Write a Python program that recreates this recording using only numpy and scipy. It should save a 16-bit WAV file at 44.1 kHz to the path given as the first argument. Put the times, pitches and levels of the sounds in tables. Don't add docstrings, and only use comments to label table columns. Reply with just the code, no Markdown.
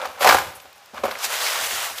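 import sys
import numpy as np
from scipy import signal
from scipy.fft import rfft, irfft
from scipy.io import wavfile
from scipy.ndimage import uniform_filter1d

SR = 44100
rng = np.random.default_rng(int(sys.argv[2]) if len(sys.argv) > 2 else 0)


def invert_db(x):
    u = np.asarray(x, float) / 20
    return 10 ** u


def pcm_store(signal):
    levels = np.round(np.clip(np.atleast_2d(signal), -1, 1) * 32767)
    wavfile.write(sys.argv[1], SR, levels.astype(np.int16).T)


N = 88200
T = np.arange(N) / SR

# (time [s], peak level [dB], centre of the ring [Hz], crack level [dB])
WALL_KNOCKS = [(.016, -24, 1470, -14), (.026, -25, 770, -27), (.038, -27, 760, -16), (.054, -16, 1060, -21),
               (.074, -43, 810, -14), (.109, -36, 955, -14), (.209, -16.5, 636, -22), (.221, -17, 895, -5),
               (.236, -22, 800, -3), (.2435, -3.5, 1040, -6), (.2485, -4, 860, -8), (.259, 0.5, 850, -13),
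               (.265, -4, 785, -6), (.271, -1.5, 1270, -4), (.275, -1.5, 1320, -8), (.282, -6.5, 1100, -8),
               (.289, -1, 930, -1), (.296, 2, 1560, -14), (.3075, -1.5, 1310, -5), (.312, -9.5, 1170, -7),
               (.324, -1.5, 1240, -5.5), (.344, -2.5, 1050, -5.5), (.350, -5.5, 900, -12),
               (.368, -12.5, 1320, -4), (.384, -13, 1440, -2.5), (.654, -33.5, 800, -9),
               (.934, -29, 330, -19), (.940, -28, 497, -26), (.946, -26, 746, -34), (.973, -26, 1170, -30),
               (.979, -21, 1140, -30), (1.035, -16.5, 455, -20), (1.038, -6, 520, -26),
               (1.044, -17, 900, -23), (1.053, -9, 546, -16), (1.064, -16.5, 1120, -20),
               (1.081, -21, 590, -28), (1.093, -26.5, 574, -29), (1.111, -20, 1580, -17),
               (1.154, -18, 2150, -19), (1.708, -27, 2120, 8), (1.977, -26.5, 1510, -9)]
# (frequency [Hz], level [dB], free ring time T60 [s])
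WALL_MODES = [(234.6, 13, 0.17), (422.5, 6, 0.07), (542, 4, 0.095), (590, -2.5, 0.076), (667, -12, 0.033),
              (759, 3.5, 0.12), (886, -1.5, 0.082), (1003, 0, 0.077), (1200, 1, 0.073), (1240, -8, 0.02),
              (1449, 6, 0.039), (1635, -3, 0.09), (2150, 12.5, 0.023), (2670, -50, 0.09)]
# (frequency [Hz], density [dB per Hz])
CRACK_COLOUR = [(500, 0.5), (1500, 2.5), (3500, -3.5), (6500, -9.5), (15000, -15)]
# (time [s], level [dB], sheen level [dB])
TUMBLE_BOUTS = [
    [(0, -27, -35), (.016, -26.5, -22), (.048, -25, -17), (.068, -27, -20), (.138, -40.5, -4),
     (.185, -30, -19), (.2, -50, -5)],
    [(.19, -42, -7), (.206, -28, 0), (.211, -17, -2), (.232, -17, -1), (.246, -17, -3), (.35, -18, -4),
     (.39, -25, -5), (.53, -45, 1), (.72, -58, 0)],
    [(.93, -66, -15), (.936, -42, -14), (.965, -33.5, -11), (.984, -28.5, -24), (.995, -34.5, -11),
     (1.033, -39.5, -7), (1.038, -14.5, -20), (1.076, -25.5, -24), (1.2, -42.5, -7)],
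]
# (frequency [Hz], density [dB per Hz])
CARD_COLOUR = [(150, -19.5), (330, -7.5), (520, 14.5), (800, 8.5), (1300, 11.5), (3000, -5), (9000, -45),
               (16000, -52)]
# (frequency [Hz], density [dB per Hz])
SHEEN_COLOUR = [(500, -3), (1500, 1.5), (3500, 1.5), (6500, -5.5), (9000, -3), (12500, -2), (15000, -13)]
# (time [s], level [dB], tilt [dB per octave])
DRAG_PRESSURE = [(1.08, -43.5, -3), (1.18, -39.5, -2.5), (1.225, -29.5, 1), (1.246, -20.5, 1),
                 (1.28, -32, -0.5), (1.33, -25, 0), (1.385, -28, -.5), (1.42, -24.5, -0.5),
                 (1.5, -22.5, 0.5), (1.58, -25.5, -1), (1.665, -24, 1), (1.68, -29.5, 0.5), (1.72, -27, 1),
                 (1.79, -26.5, -0.5), (1.85, -26.5, 1), (1.95, -38.5, 0), (1.985, -37, 3.5), (2, -34.5, -2)]
# (frequency [Hz], density [dB per Hz])
COVER_COLOUR = [(60, 9.5), (250, -13.5), (600, 0.5), (1200, 1.5), (2300, -1), (5000, -5.5), (10000, -7),
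                (15000, -13.5)]
# (time [s], frequency [Hz])
CREASE_PITCH = [(1.1, 2180), (1.24, 5700), (1.33, 2190), (1.43, 4130), (1.56, 2440), (1.8, 2990),
                (1.9, 1374), (2, 2530)]
# (time [s], peak level [dB], centre [Hz], length [s])
PLASTIC_TICKS = [(.011, -33, 3300, .004), (.0165, -23, 3400, .0015), (.073, -33, 4200, .002),
                 (.054, -27, 4500, .003), (.056, -33, 13000, .003), (.193, -35, 13000, .006),
                 (.194, -30, 1200, .004), (.289, -12, 5000, .003), (.548, -35, 10500, .013),
                 (.599, -39, 2400, .003), (.599, -41, 4500, .003), (.600, -40, 7500, .003),
                 (.61, -46, 12500, .015), (.728, -40, 13500, .0015), (.729, -43, 4000, .002),
                 (.755, -50, 11000, .012), (.779, -46, 6000, .002), (.779, -46, 13000, .002),
                 (.858, -39, 12500, .0012), (.859, -41, 5000, .0015), (.944, -42, 12000, .002),
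                 (.944, -40, 5000, .002), (.974, -32, 3200, .005), (1.048, -31, 12500, .009),
                 (1.152, -27, 2150, .003), (1.10, -36, 12500, .02), (1.233, -27, 12800, .004),
                 (1.246, -25, 12800, .003), (1.186, -34, 13500, .003), (1.186, -29, 5500, .004),
                 (1.11, -26, 4500, .005), (1.236, -23, 7000, .012), (1.40, -25, 4300, .03),
                 (1.44, -26, 4800, .03), (1.462, -19, 2200, .005), (1.983, -22, 3500, .003),
                 (1.982, -30, 12000, .003), (1.981, -21, 1450, .003)]
# (time [s], level [dB])
TABLE_THUDS = [(0, -63), (0.068, -54), (.21, -47), (0.26, -42), (0.332, -35), (0.399, -50), (.46, -50.5),
               (.53, -61.5), (.64, -61), (.07, -58.5), (0.934, -56), (.985, -53), (1.042, -46.5),
               (1.257, -56), (1.601, -47), (1.722, -50), (1.901, -54.5)]
# (frequency [Hz], density [dB per Hz])
ROOM_TONE_COLOUR = [(40, -4), (80, 8.5), (150, -3), (280, -13.5), (800, -7.5), (2500, -12.5), (8500, -22.5),
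                    (14000, -29.5)]
# (frequency [Hz], gain [dB])
MIC_RESPONSE = [(60, -33), (200, -13), (330, -7.5), (520, -0.5), (7000, 0.5), (9000, -3), (11500, -1),
                (15000, 1.5)]

RING_OCT, SCATTER_DB = 0.9, 1
CONTACT_S, CRACK_S = 0.0012, 0.0061
DAMPED = 0.3
FLECKS_PER_S, FLECK_OCT, FLECK_CYCLES, FLECK_DB = 900, 0.5, 7, -4.5
CREAK_S, CREAK_LEN_S, CREAK_HZ, CREAK_DB = 0.8, 0.065, 810, -54.5
THUD_HZ, THUD_DB, THUD_T60_S = 70.4, 26.5, 0.5
ROOM_T60_S, ROOM_DB, ROOM_DAMP_HZ, TONE_DB = 0.5, -12, 6000, -45
CEILING, TOP_HZ = 0.8, 15330


def unit(x):
    return x / np.sqrt(np.mean(x ** 2))


def colour(x, points):
    hz, db = np.array(points, float).T
    f = np.fft.rfftfreq(4096, 1 / SR)
    gain_db = np.interp(np.log(f + 1), np.log(hz), np.maximum(db, -70))
    cepstrum = irfft(gain_db * np.log(10) / 20)
    cepstrum[1:2048] *= 2
    cepstrum[2049:] = 0
    impulse = irfft(np.exp(rfft(cepstrum)))
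    return signal.fftconvolve(x, impulse)[:len(x)]


def band(x, hz, width):
    return signal.lfilter(*signal.iirpeak(min(hz, 0.45 * SR), hz / width, fs=SR), x)


def walk(rate):
    k = int(SR / rate)
    steps = np.repeat(rng.standard_normal(N // k + 1), k)
    return 0.64 * uniform_filter1d(uniform_filter1d(steps, k), k)[:N]


def slips(rate, spread_db):
    chance, size, sign = rng.random(N), rng.exponential(size=N), rng.standard_normal(N)
    return unit((chance < rate / SR) * sign * invert_db(spread_db * size))


def curve(rows, column=1):
    r = np.array(rows, float)
    return np.interp(T, r[:, 0], r[:, column])


def add(out, s, x):
    i = int(s * SR)
    out[i:i + len(x)] += x[:N - i]


def knocks():
    out, t = np.zeros(N), T[:8192]
    hz, db, t60 = np.array(WALL_MODES).T[:, :, None]
    for s, peak_db, centre, crack_db in WALL_KNOCKS:
        level_z, pitch_z, phase_z = rng.standard_normal((3, len(WALL_MODES), 1))
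        crack = rng.standard_normal(8192)
        octaves_off = np.log2(hz / centre)
        gain = invert_db(db + SCATTER_DB * level_z - 10 * (octaves_off / RING_OCT) ** 2)
        phase = 2 * np.pi * hz * (1 + 0.012 * pitch_z) * t + 1.17 * phase_z
        ring = (gain * np.sin(phase) * 1000. ** (-t / (DAMPED * t60))).sum(0)
        rise = 1 - np.exp(-t / CONTACT_S)
        snap = unit(colour(crack, CRACK_COLOUR)) * np.exp(-t / CRACK_S) * invert_db(crack_db)
        add(out, s, invert_db(peak_db) * rise * (ring / np.abs(ring * rise).max() + snap))
    return out


def tumble():
    force = slips(6000, 1.2) * invert_db(2.3 * walk(120))
    walls = sum(invert_db(db) * band(force, hz, 14 / t60) for hz, db, t60 in WALL_MODES)
    body = unit(unit(walls) + 1.44 * unit(colour(force, CARD_COLOUR)))
    sheen = unit(colour(slips(9000, 1.5), SHEEN_COLOUR)) * invert_db(3 * walk(40))
    out = 0
    for rows in TUMBLE_BOUTS:
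        on = (T >= rows[0][0]) & (T <= rows[-1][0])
        sheen_gain = invert_db(curve(rows, column=2))
        out = out + on * invert_db(curve(rows) - 5) * (body + sheen_gain * sheen)
    return out


def drag():
    force = unit(colour(slips(14000, 0.82), COVER_COLOUR))
    hiss, shared = 0, walk(15.47)
    tilt = curve(DRAG_PRESSURE, column=2)
    for hz in 60 * 2. ** np.arange(0, 8.6, 0.5):
        flicker = shared + 3 * min(hz / 600, 1) * walk(40)
        db = tilt * np.log2(hz / 3000) + flicker
        hiss = hiss + invert_db(db) * band(force, hz, 0.5 * hz)
    on = T > DRAG_PRESSURE[0][0]
    return on * invert_db(curve(DRAG_PRESSURE) - 3) * (hiss / 1.423 + flecks())


def flecks():
    out, t, n = np.zeros(N), T[:1024], FLECKS_PER_S * N // SR
    path_s, path_hz = np.array(CREASE_PITCH).T
    times = rng.random(n) * N / SR
    for s, pitch_z, size in zip(times, rng.standard_normal(n), rng.exponential(size=n)):
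        hz = np.clip(np.interp(s, path_s, path_hz) * 2 ** (FLECK_OCT * pitch_z), 500, 9000)
        swell = (t * hz) * np.exp(-t * hz * 3 / FLECK_CYCLES)
        add(out, s, invert_db(1.8 * size) * np.sin(2 * np.pi * hz * t) * swell)
    return unit(out) * invert_db(FLECK_DB)


def ticks():
    out, t = np.zeros(N), T[:4096]
    for s, db, hz, length in PLASTIC_TICKS:
        puff = unit(band(rng.standard_normal(4096), hz, 0.24 * hz))
        add(out, s, invert_db(db - 3) * puff * (t / length) * np.exp(1 - t / length * 1.52))
    return out


def creak():
    phase = 2 * np.pi * np.cumsum(CREAK_HZ * (1 + 0.011 * walk(26.0))) / SR
    swell = np.exp(-((T - CREAK_S) / CREAK_LEN_S) ** 2)
    return invert_db(CREAK_DB + 3 * walk(37)) * swell * np.sin(phase)


def thuds():
    out, t = np.zeros(N), T[:SR // 2]
    for s, db in TABLE_THUDS:
        push = rng.standard_normal(len(t))
        boom = unit(band(band(push, THUD_HZ, 30), THUD_HZ, 50))
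        overtone = unit(band(push, 3.3 * THUD_HZ, 60)) * np.exp(-t / 0.06)
        envelope = 1000. ** (-t / THUD_T60_S) * (1 - np.exp(-t / 0.0017))
        add(out, s, invert_db(db + THUD_DB) * (boom + 0.3 * overtone) * envelope)
    return out


def room(x):
    t = T[:SR // 2]
    noise = rng.standard_normal(len(t)) * np.minimum(t / 0.026, 1)
    low = signal.lfilter(*signal.butter(1, ROOM_DAMP_HZ, fs=SR), noise)
    low_tail = low * 1000. ** (-t / ROOM_T60_S)
    high_tail = 1.48 * (noise - low) * 1000. ** (-t / (0.79 * ROOM_T60_S))
    tail = low_tail + high_tail
    return x + invert_db(ROOM_DB) * signal.fftconvolve(x, tail / np.sqrt(np.sum(tail ** 2)))[:N]


def room_tone():
    air = unit(colour(rng.standard_normal(N), ROOM_TONE_COLOUR))
    return air * invert_db(TONE_DB - 2.5 + 0.5 * walk(8.7))


def scene():
    tone = room_tone()
    carton = knocks() + ticks() + tumble() + drag() + creak()
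    mono = room(carton) + tone + thuds()
    return np.array([mono, mono])


def band_limit(x):
    return signal.sosfilt(signal.butter(12, 15830, fs=SR, output="sos"), x)


def record(dry):
    heard = np.array([colour(x, MIC_RESPONSE) for x in dry])
    limited = CEILING * np.tanh(heard / CEILING)
    thin = signal.sosfilt(signal.butter(2, 50, "high", fs=SR, output="sos"), limited)
    mix = signal.sosfilt(signal.ellip(10, 0.2, 80, TOP_HZ, fs=SR, output="sos"), thin)
    return band_limit(mix)


dry = scene()
out = record(dry)
pcm_store(out)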